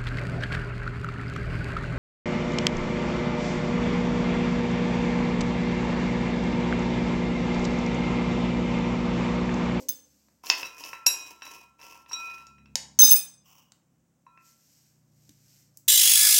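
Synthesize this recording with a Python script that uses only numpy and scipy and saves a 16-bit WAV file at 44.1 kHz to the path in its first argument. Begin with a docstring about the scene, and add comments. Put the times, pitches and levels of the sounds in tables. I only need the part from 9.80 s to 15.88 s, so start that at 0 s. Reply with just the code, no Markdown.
"""A steel spoon stirs almonds in a ceramic bowl in a small hard-walled kitchen: damped modes knock, beating
pairs chime. Random grains driven through those modes and through a noise colour make the scrape and crunch of
the strokes. The spoon is put down on the stone counter, where it bounces, rings in freely dying modes and
chatters. Before, between and after, dry rubbing hisses in fine grains, a hand on the sliding spoon at first and
fingertips on almond skin later; fingers dig among the nuts once the spoon is down. 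A far motor drones as a sum
of harmonics over rumble and still air, and a low hum dies away at the outset."""
import sys
import numpy as np
from scipy import signal
from scipy.fft import rfft, irfft
from scipy.io import wavfile

SR = 44100
rng = np.random.default_rng(int(sys.argv[2]) if len(sys.argv) > 2 else 0)


def dump(signal):
    """Clip the signal to [-1, 1] and save it as 16-bit WAV at the path in sys.argv[1]."""
    limited = np.clip(np.atleast_2d(signal).T, -1, 1)
    pcm = np.round(limited * 32767).astype(np.int16)
    wavfile.write(sys.argv[1], SR, pcm)


N = 268083
TIME = np.arange(N) / SR

# Spoon touching the counter: (time [s], main mode level [dB], lift of the overtones [dB])
COUNTER_TOUCHES = [(0.086, -25.5, -19), (0.0894, -19.5, -8), (3.1897, -7, -10), (3.2177, -17, 5.5),
                   (3.2352, -10.5, -6), (3.2595, -20, 1.5), (3.2776, -15, -1.5), (3.3095, -16.5, 5),
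                   (3.3245, -16.5, 0.5), (3.3385, -26, 2.5), (3.3589, -33, 17.5)]
# Noise colour of a hard contact: (frequency [Hz], relative density [dB per Hz])
CLICK_COLOUR = [(100, -25), (300, -17.5), (1000, -7.5), (2500, -4.5), (4000, -0.5), (6000, 6), (8300, -1),
                (9300, -13), (11000, -9.5), (15500, -16.5)]
# Strokes through the nuts: (start [s], length [s], relative scrape level [dB], relative crunch level [dB])
STIR_STROKES = [(0.631, 0.23, -43.5, -38), (0.965, 0.135, -44.5, -42.5), (1.271, 0.23, -47.5, -46.5),
                (1.604, 0.17, -49, -48.5), (1.981, 0.17, -48, -51.5), (2.278, 0.32, -44, -49.5)]
# Spoon held in the hand, damped by fingers and nuts: (frequency [Hz], relative level [dB], t60 [s])
HELD_SPOON_MODES = [(963, -20, 0.037), (1055, -22, 0.05), (1820, -17, 0.0069), (2620, -7, 0.03),
                    (2744, -8, 0.015), (5140, 3.5, 0.0069), (5450, -1, .015), (6750, -18, 0.067),
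                    (9850, -17.5, 0.016), (11000, -15, 0.017), (13000, -9.5, 0.0061)]
# The bowl's chime: (frequency [Hz], relative level [dB], t60 [s], split of the mode pair [Hz],
# signed share of its twin [ratio])
BOWL_MODES = [(1346.5, -4.5, 0.7, 2, -0.7), (2491, -2, .72, 3.3, -.7), (3914, -4.5, 0.38, 6, 0.5),
              (5625, 2, 0.19, 13, 1), (7620, -16, 0.26, 13, .3), (9790, -30, .2, 12, -0.2),
              (10360, -28, 0.16, 12, 0.2), (12450, -29, 0.14, 15, 0.46)]
# Spoon against the bowl: (time [s], knock level [dB], contact sharpness [Hz], chime level [dB])
BOWL_TOUCHES = [(0.638, -33, 1200, -55), (0.668, -26.5, 6400, -57), (0.7, -3.5, 6400, -52.5),
                (0.8303, -21.5, 3220, -58), (0.849, -43.5, 3440, -45), (1.038, -27.5, 6050, -56.5),
                (1.131, -25.5, 2300, -52.5), (1.2624, -20, 14100, -54), (1.2653, -4.5, 13500, -17.5),
                (1.6208, -31.5, 2800, -48), (1.666, -33.5, 3200, -52), (1.992, -44.5, 2034, -62),
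                (2.0141, -40, 5700, -68), (2.152, -43, 1370, -76), (2.2617, -43.5, 2980, -80),
                (2.295, -49, 6000, -53.5), (2.312, -33.5, 1490, -49.5), (2.3184, -34, 5000, -46),
                (2.3319, -39.5, 3393, -31.5), (2.579, -42.5, 2010, -57.5), (2.6684, -41, 8170, -64.5),
                (2.7826, -50.5, 2800, -75), (2.858, -47, 3600, -79), (4.4652, -37.5, 1230, -60),
                (4.575, -45, 2480, -88)]

NEUTRAL_CONTACT_HZ = 3400  # contact sharpness that leaves knock and chime untilted
LET_GO_S = 3.1  # the hand damps the spoon until this moment


def from_db(db):
    """Decibels to gain."""
    return 10 ** (np.asarray(db) / 20)


def rms_one(x):
    """Scale to unit power."""
    return x / np.sqrt(np.mean(x ** 2) + 1e-20)


def at_hz(points, hz, axis=1):
    """Read a column of a table on a log-frequency axis."""
    points = np.array(points)
    return np.interp(np.log(np.maximum(hz, 1)), np.log(points[:, 0]), points[:, axis])


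def add(out, s, sound):
    """Mix a sound in at a time in seconds."""
    at = max(0, round(s * SR))
    out[at:at + len(sound)] += sound[:max(0, N - at)]


def colour(x, spectrum, tilt_db=0, size=2048):
    """Causal minimum-phase filter of unit power with the given spectrum, tilted per octave above 500 Hz."""
    hz = np.maximum(np.fft.rfftfreq(size, 1 / SR), 1)
    level_db = at_hz(spectrum, hz) + tilt_db * np.log2(np.maximum(hz, 500))
    gain = rms_one(from_db(level_db))
    # folding the cepstrum onto positive time gives the minimum phase
    cepstrum = irfft(np.log(gain + 1e-9))
    cepstrum[1:size // 2] *= 2
    cepstrum[size // 2 + 1:] = 0
    impulse = irfft(np.exp(rfft(cepstrum)))
    return signal.fftconvolve(x, impulse)[:len(x)]


def ring(modes, size=SR):
    """Struck modes (Hz, dB, t60) as dying sines of alternating sign."""
    t = TIME[:size]
    total = 0
    for k, (hz, db, t60) in enumerate(modes):
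        decay = from_db(db - 60 * t / max(t60, 1e-3))
        total = total + (-1) ** k * decay * np.sin(2 * np.pi * hz * t)
    return total


def struck(modes, tilt_db):
    """Modes for one blow: tilted per octave, each randomised by about a decibel, total starting power 1."""
    hz, db, t60 = np.transpose(modes)
    db = db + tilt_db * np.log2(hz) + rng.standard_normal(len(hz))
    power_db = 10 * np.log10(np.sum(from_db(db) ** 2) / 2)
    return np.transpose([hz, db - power_db, t60])


def grains(per_s, spread_db):
    """Random tiny collisions of very uneven size and either sign, at unit power."""
    sizes = from_db(spread_db * np.minimum(rng.exponential(1, N), 4))
    signs = rng.choice([-1, 1], N)
    return rms_one(sizes * signs * (rng.random(N) < per_s / SR))


def background(turn_s=3.37, turn_width_s=0.86):
    """A far motor slows down, its harmonics shifting in weight, over rumble and the still air of the room."""
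    # Motor harmonics: (multiple of the cycle rate, early level [dB], late level [dB])
    motor_orders = [(2, -5.5, -21.5), (3, -16.5, -15), (4, -10.5, -4.5), (5, -18.5, -2), (6, -9, -12.5),
                    (7, -15.5, -10.5)]
    # Loudness of the motor: (time [s], level [dB])
    motor_level = [(0, -68), (0.8, -71), (2.399, -68), (2.9, -51), (3.2, -55), (3.799, -67), (4.8, -71.5),
                   (5.4, -61), (6.08, -66)]
    # Noise colour of the room air: (frequency [Hz], relative density [dB per Hz])
    air_colour = [(15, -42), (25, -21), (48, -6), (145, -1.5), (285, 0), (439, -15), (516, -8), (677, -12),
                  (4370, -29.5), (6050, -20), (7920, -20.5), (9320, -29), (14400, -30.5), (16000, -22.5)]
    rumble_colour = [(25, -31), (45, -18.5), (70, -4.0), (150, 3.0), (300, 4),
                     (600, -15.5), (2000, -43.0), (8000, -67)]  # Hz, dB per Hz
    fast_hz, slow_hz, slowing_at_s, slowing_width_s = 34.9, 27.685, 4.9, 1

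    slowed = .5 + .5 * np.tanh((TIME - slowing_at_s) / slowing_width_s)
    cycle_hz = fast_hz + (slow_hz - fast_hz) * slowed
    phase = 2 * np.pi * np.cumsum(cycle_hz) / SR
    late = .5 + .5 * np.tanh((TIME - turn_s) / turn_width_s)
    drone = np.zeros(N)
    for k, first_db, last_db in motor_orders:
        weight = from_db(first_db + (last_db - first_db) * late)
        drone += weight * np.sin(round(k) * phase + rng.uniform(0, 2 * np.pi))
    rumble = colour(rng.standard_normal(N), rumble_colour)
    s, db = np.transpose(motor_level)
    motor = from_db(np.interp(TIME, s, db)) * (drone + from_db(-15.5) * rumble)
    air = from_db(-72.5) * colour(rng.standard_normal(N), air_colour)
    return motor + air


def low_hum(blur_db=-55, blur_t60=.6):
    """A low hum of dying sines fades out at the outset, blurred by fading coloured noise."""
    # Modes of the hum: (frequency [Hz], level [dB], t60 [s])
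    hum_modes = [(255, -51, 0.54), (295, -56, 1), (514, -61.5, 1), (526.7, -49.5, 0.44)]
    blur_colour = [(100, -24.0), (260, 4.0), (380, 12), (510, 20.5), (700, 6), (1100, 3),
                   (1400, -39.0), (3000, -14.0), (9000, -27)]  # Hz, dB per Hz
    blur = colour(rng.standard_normal(N), blur_colour)
    out = blur * from_db(blur_db - 60 * TIME / blur_t60)
    add(out, 0, ring(hum_modes))
    return out


def swell(middle, length):
    """Gain that rises and falls smoothly around a moment."""
    return np.exp(-2 * ((TIME - middle) / length) ** 2)


def rubbing():
    """Dry rubbing hisses in fine grains: the hand on the sliding spoon at the outset, later fingertips on
    almond skin."""
    # Dry rubs, of the hand on the spoon and of fingertips on the nuts: (middle [s], length [s], level [dB])
    rubs = [(0.01, 0.053, -55), (0.3, 0.42, -70), (4.681, 0.075, -63), (4.936, 0.3, -65.5),
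            (5.48, 0.21, -68.5), (5.748, 0.18, -63), (5.994, 0.07, -73)]
    # Noise colour of the skin: (frequency [Hz], relative density [dB per Hz])
    skin_colour = [(880, -48), (1500, -9), (1670, -14), (2000, -11), (3030, -9.5), (3520, -11.5),
                   (5490, 1.5), (7840, -2), (8660, -7), (9370, -17.5), (11900, -6.5), (13900, -5),
                   (16000, -16)]
    effort = sum(from_db(db) * swell(s, length) for s, length, db in rubs)
    return effort * colour(grains(per_s=19000, spread_db=5.0), skin_colour)


def crack(t60, tilt_db, size=4096):
    """The brief broadband burst of a hard contact: dying noise, coloured."""
    burst = rng.standard_normal(size) * from_db(-60 * TIME[:size] / t60)
    return colour(burst, CLICK_COLOUR, tilt_db)


def spoon_on_counter(spread_db=6.0, click_db=-7, click_t60=0.027, choke_t60=0.01):
    """Each touch starts a click and a ring, damped by the hand or free; the next touch chokes that ring."""
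    # Spoon ringing freely, main mode of its scoop first: (frequency [Hz], relative level [dB])
    free_spoon = [(6251, 0), (2490, -29), (3537, -19), (3698, -18), (5033, -9), (6121, -16), (7978, -20),
                  (8188, -21), (8455, -17), (9443, -18), (10008, -14), (10978, -13), (11370, -21),
                  (13850, -17), (14289, -12), (15423, -9), (15698, -1)]
    lies_flat_s = 3.35
    held_t60, free_t60, flat_t60 = 0.056, 0.89, 0.1  # s

    out = np.zeros(N)
    hz, db = np.transpose(free_spoon)
    is_overtone = hz != hz[0]
    next_touch = [row[0] for row in COUNTER_TOUCHES[1:]] + [TIME[-1]]
    for (s, ring_db, overtones_db), until in zip(COUNTER_TOUCHES, next_touch):
        if s < LET_GO_S:
            t60 = held_t60
        elif s < lies_flat_s:
            t60 = free_t60
        else:
            t60 = flat_t60
        variation = spread_db * rng.standard_normal(len(hz))
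        strengths = ring_db + db + is_overtone * (overtones_db + variation)
        tone = ring([(f, level, t60) for f, level in zip(hz, strengths)], size=8192)
        past_next = np.maximum(TIME[:len(tone)] - (until - s), 0)
        add(out, s, tone * from_db(-60 * past_next / choke_t60))
        add(out, s, from_db(ring_db + click_db) * crack(click_t60, tilt_db=10.5))
    return out


def clatter(chatter_db=-33, growth_db_per_s=25, lasts_s=0.1775, stop_t60=0.05):
    """Spoon chatter on stone grows between the bounces, then stops; the handle sings after the first touch."""
    first_bounce_s = min(s for s, *_ in COUNTER_TOUCHES if s > LET_GO_S)
    t = TIME - first_bounce_s
    growth_db = growth_db_per_s * np.clip(t, 0, lasts_s)
    stop_db = 60 * np.maximum(t - lasts_s, 0) / stop_t60
    chatter = (t > 0) * from_db(chatter_db + growth_db - stop_db)
    out = colour(chatter * grains(per_s=400, spread_db=5.0), CLICK_COLOUR, tilt_db=2.5)
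    add(out, COUNTER_TOUCHES[0][0], ring([(3545, -47.0, 0.31)]))  # handle
    return out


def taps(tap_t60=0.014):
    """Dry noise-burst taps that hardly ring, and dull bumps of three low counter modes."""
    # Dry taps on stone and nut shell: (time [s], level [dB], brightness [dB per octave])
    dry_taps = [(0.485, -57.5, -9), (2.9558, -15.5, -1.5), (3.2378, -29, -9.5), (3.703, -58.5, 9),
                (3.92, -45, -1.5), (5.493, -43.5, 3.5), (5.9722, -32, 16.5)]
    # Soft bumps through the counter: (time [s], relative level [dB])
    bumps = [(0.092, -43), (0.700, -63.5), (1.261, -52), (3.2374, -28.5), (5.492, -50)]
    counter_modes = [(98, 9, 0.014), (174.3, 7.5, 0.02), (294.3, 0.0, 0.042)]  # Hz, relative dB, t60 s
    out = np.zeros(N)
    for s, db, tilt_db in dry_taps:
        add(out, s, from_db(db) * crack(tap_t60, tilt_db))
    for s, db in bumps:
        add(out, s, from_db(db) * ring(counter_modes, size=8192))
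    return out


def clumps(per_s=130, depth_db=14):
    """Nuts slip in short uneven spurts: a random gain at unit power."""
    knots = np.arange(0, TIME[-1], 1 / per_s)
    levels_db = depth_db * rng.random(len(knots))
    return rms_one(from_db(np.interp(TIME, knots, levels_db)))


def push(start, length, attack_s=0.04, sag_db_per_s=21, settle_db_per_s=169):
    """Gain of a push: it gathers speed, eases as the nuts give way, and stops as they settle."""
    t = np.maximum(TIME - start, 0)
    fall_db = sag_db_per_s * t + settle_db_per_s * np.maximum(t - length, 0)
    return np.minimum(t / attack_s, 1) * from_db(-fall_db)


def stirring(scrape_db=-8.0, crunch_db=-2.5, chime_db=-15):
    """Nuts tumble over each other as coloured grains and tick against the modes of spoon and bowl wall."""
    # Noise colour of tumbling nuts: (frequency [Hz], relative density [dB per Hz])
    crunch_colour = [(150, -25.5), (330, 1), (600, -3), (1500, -12), (3000, 0), (4000, -17), (5500, 6.5),
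                     (7000, -5), (9000, -11.5), (11000, -8), (15500, -7)]
    spurts = clumps()
    scrape = spurts * sum(from_db(db) * push(s, length) for s, length, db, _ in STIR_STROKES)
    crunch = spurts * sum(from_db(db) * push(s, length) for s, length, _, db in STIR_STROKES)
    ticks = grains(per_s=590, spread_db=3.5)
    collisions = (ticks + grains(per_s=7000, spread_db=3.5)) / np.sqrt(2)
    out = from_db(crunch_db) * colour(crunch * collisions, crunch_colour)

    spoon = struck(HELD_SPOON_MODES, tilt_db=-9.5)
    bowl = struck(np.array(BOWL_MODES)[:, :3], tilt_db=-17)
    for modes, level_db in ((spoon, scrape_db), (bowl, chime_db)):
        norm = np.linalg.norm(ring(modes))
        for mode in modes[:6]:  # soft nuts reach only the lower modes, each tick with signs of its own
            blows = scrape * ticks * rng.choice([-1, 1], N)
            out += from_db(level_db) * signal.fftconvolve(blows, ring([mode]) / norm)[:N]
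    return out


def knock(contact_hz, crack_db=-5, crack_t60=0.0078, order=4, tilt_db=1):
    """A contact cushioned by nuts lasts longer and so loses its treble; the knock keeps its energy."""
    # brightening in dB per octave for each doubling of sharpness
    brightness_db = tilt_db * np.log2(contact_hz / NEUTRAL_CONTACT_HZ)
    hard = ring(struck(HELD_SPOON_MODES, brightness_db), size=4096)
    hard = hard + from_db(crack_db) * crack(crack_t60, tilt_db=-2.0)
    lowpass = signal.butter(order, min(contact_hz, .45 * SR), fs=SR, output="sos")
    soft = signal.sosfilt(lowpass, hard)
    return soft * np.linalg.norm(hard) / np.linalg.norm(soft)


def clinks():
    """Each touch on the bowl knocks the damped spoon."""
    out = np.zeros(N)
    for s, knock_db, contact_hz, _ in BOWL_TOUCHES:
        add(out, s, from_db(knock_db) * knock(contact_hz))
    return out


def chimes(tilt_db=10):
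    """Each touch chimes the bowl, whose slightly oval rim splits every mode into a beating pair."""
    out = np.zeros(N)
    split_hz, twin_share = np.array(BOWL_MODES)[:, 3:].T
    for s, _, contact_hz, chime_db in BOWL_TOUCHES:
        # sharper contacts chime brighter: dB per octave for each doubling of sharpness
        brightness_db = tilt_db * np.log2(contact_hz / NEUTRAL_CONTACT_HZ)
        modes = struck(np.array(BOWL_MODES)[:, :3], brightness_db)
        for (hz, db, t60), split, share in zip(modes, split_hz, twin_share):
            pair = ring([(hz, db, t60)]) + share * ring([(hz + split, db, t60)])
            add(out, s, from_db(chime_db) * pair)
    return out


def loose_nuts(knock_db=0.5, soft_hz=1200, hard_hz=6000, count=5):
    """In every stroke a few nuts tumble onto the spoon at random, some softly and some sharply."""
    out = np.zeros(N)
    for start, length, scrape_db, _ in STIR_STROKES:
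        for when, hardness in rng.random((count, 2)):
            contact_hz = soft_hz * (hard_hz / soft_hz) ** hardness
            add(out, start + when * length, from_db(scrape_db + knock_db) * knock(contact_hz))
    return out


def picking(per_s=2500, spread_db=2.5):
    """Fingers push the nuts aside; they knock softly on each other as coloured grains."""
    # Fingers digging among the nuts: (start [s], length [s], level [dB])
    digs = [(3.633, 0.16, -56), (3.912, 0.045, -73.5), (4.11, 0.041, -84)]
    # Noise colour of nuts knocking together: (frequency [Hz], relative density [dB per Hz])
    nut_colour = [(200, -13), (700, -8), (1050, 3.5), (1700, -18.5), (2300, -9.5), (2900, 5), (4000, -22),
                  (5600, 1), (9300, -16.5), (12000, -15), (15500, -3)]
    effort = sum(from_db(db) * push(s, length) for s, length, db in digs)
    return colour(effort * clumps() * grains(per_s, spread_db), nut_colour)


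def kitchen(x, gap_s=0.0023):
    """Dense reflections from hard walls: noise dying band by band after a short gap."""
    # Echo of the room: (frequency [Hz], t60 [s], level [dB])
    echo = [(150, 0.17, -3.5), (1008, .55, -1), (2500, 0.34, -1.5), (6100, 0.37, -10), (8600, 0.36, -4),
            (9900, 0.29, -9), (16000, 0.19, -4.5)]
    t, tail = TIME[:SR], 0
    white = rfft(rng.standard_normal(SR))
    bins = np.fft.rfftfreq(SR, 1 / SR)
    edges = np.geomspace(60, 18000, 18)  # Hz
    for low, high in zip(edges, edges[1:]):
        centre = np.sqrt(low * high)
        t60, db = at_hz(echo, centre, axis=1), at_hz(echo, centre, axis=2)
        band = irfft(white * (bins >= low) * (bins < high), SR)
        unit_energy = np.sqrt(2 * np.log(1000) / (t60 * SR))  # level independent of decay time
        tail = tail + band * from_db(db - 60 * t / t60) * unit_energy
    fade_in = np.clip(t / gap_s - 1, 0, 1)
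    return signal.fftconvolve(x, tail * fade_in)[:N]


def scene():
    """Near sounds echo in the kitchen, hum and background are added dry; both channels are alike."""
    near = rubbing() + spoon_on_counter() + clatter() + taps()
    near = near + stirring() + clinks() + chimes() + loose_nuts() + picking()
    return np.tile(near + kitchen(near) + low_hum() + background(), (2, 1))


def record(dry, top=.88, low_cut_hz=45, cutoff_hz=15950):
    """The small microphone loses the deep bass; the loudest peaks are rounded and the top is cut."""
    highpass = signal.butter(3, low_cut_hz, "high", fs=SR, output="sos")
    dry = signal.sosfilt(highpass, dry)
    # rounding at twice the rate limits aliasing
    doubled = signal.resample_poly(dry, 2, 1, axis=1, window=("kaiser", 8))
    rounded = signal.resample_poly(top * np.tanh(doubled / top), 1, 2, axis=1)
    lowpass = signal.ellip(12, .1, 90, cutoff_hz, fs=SR, output="sos")
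    return signal.sosfilt(lowpass, rounded)


dry = scene()
out = record(dry)
dump(out)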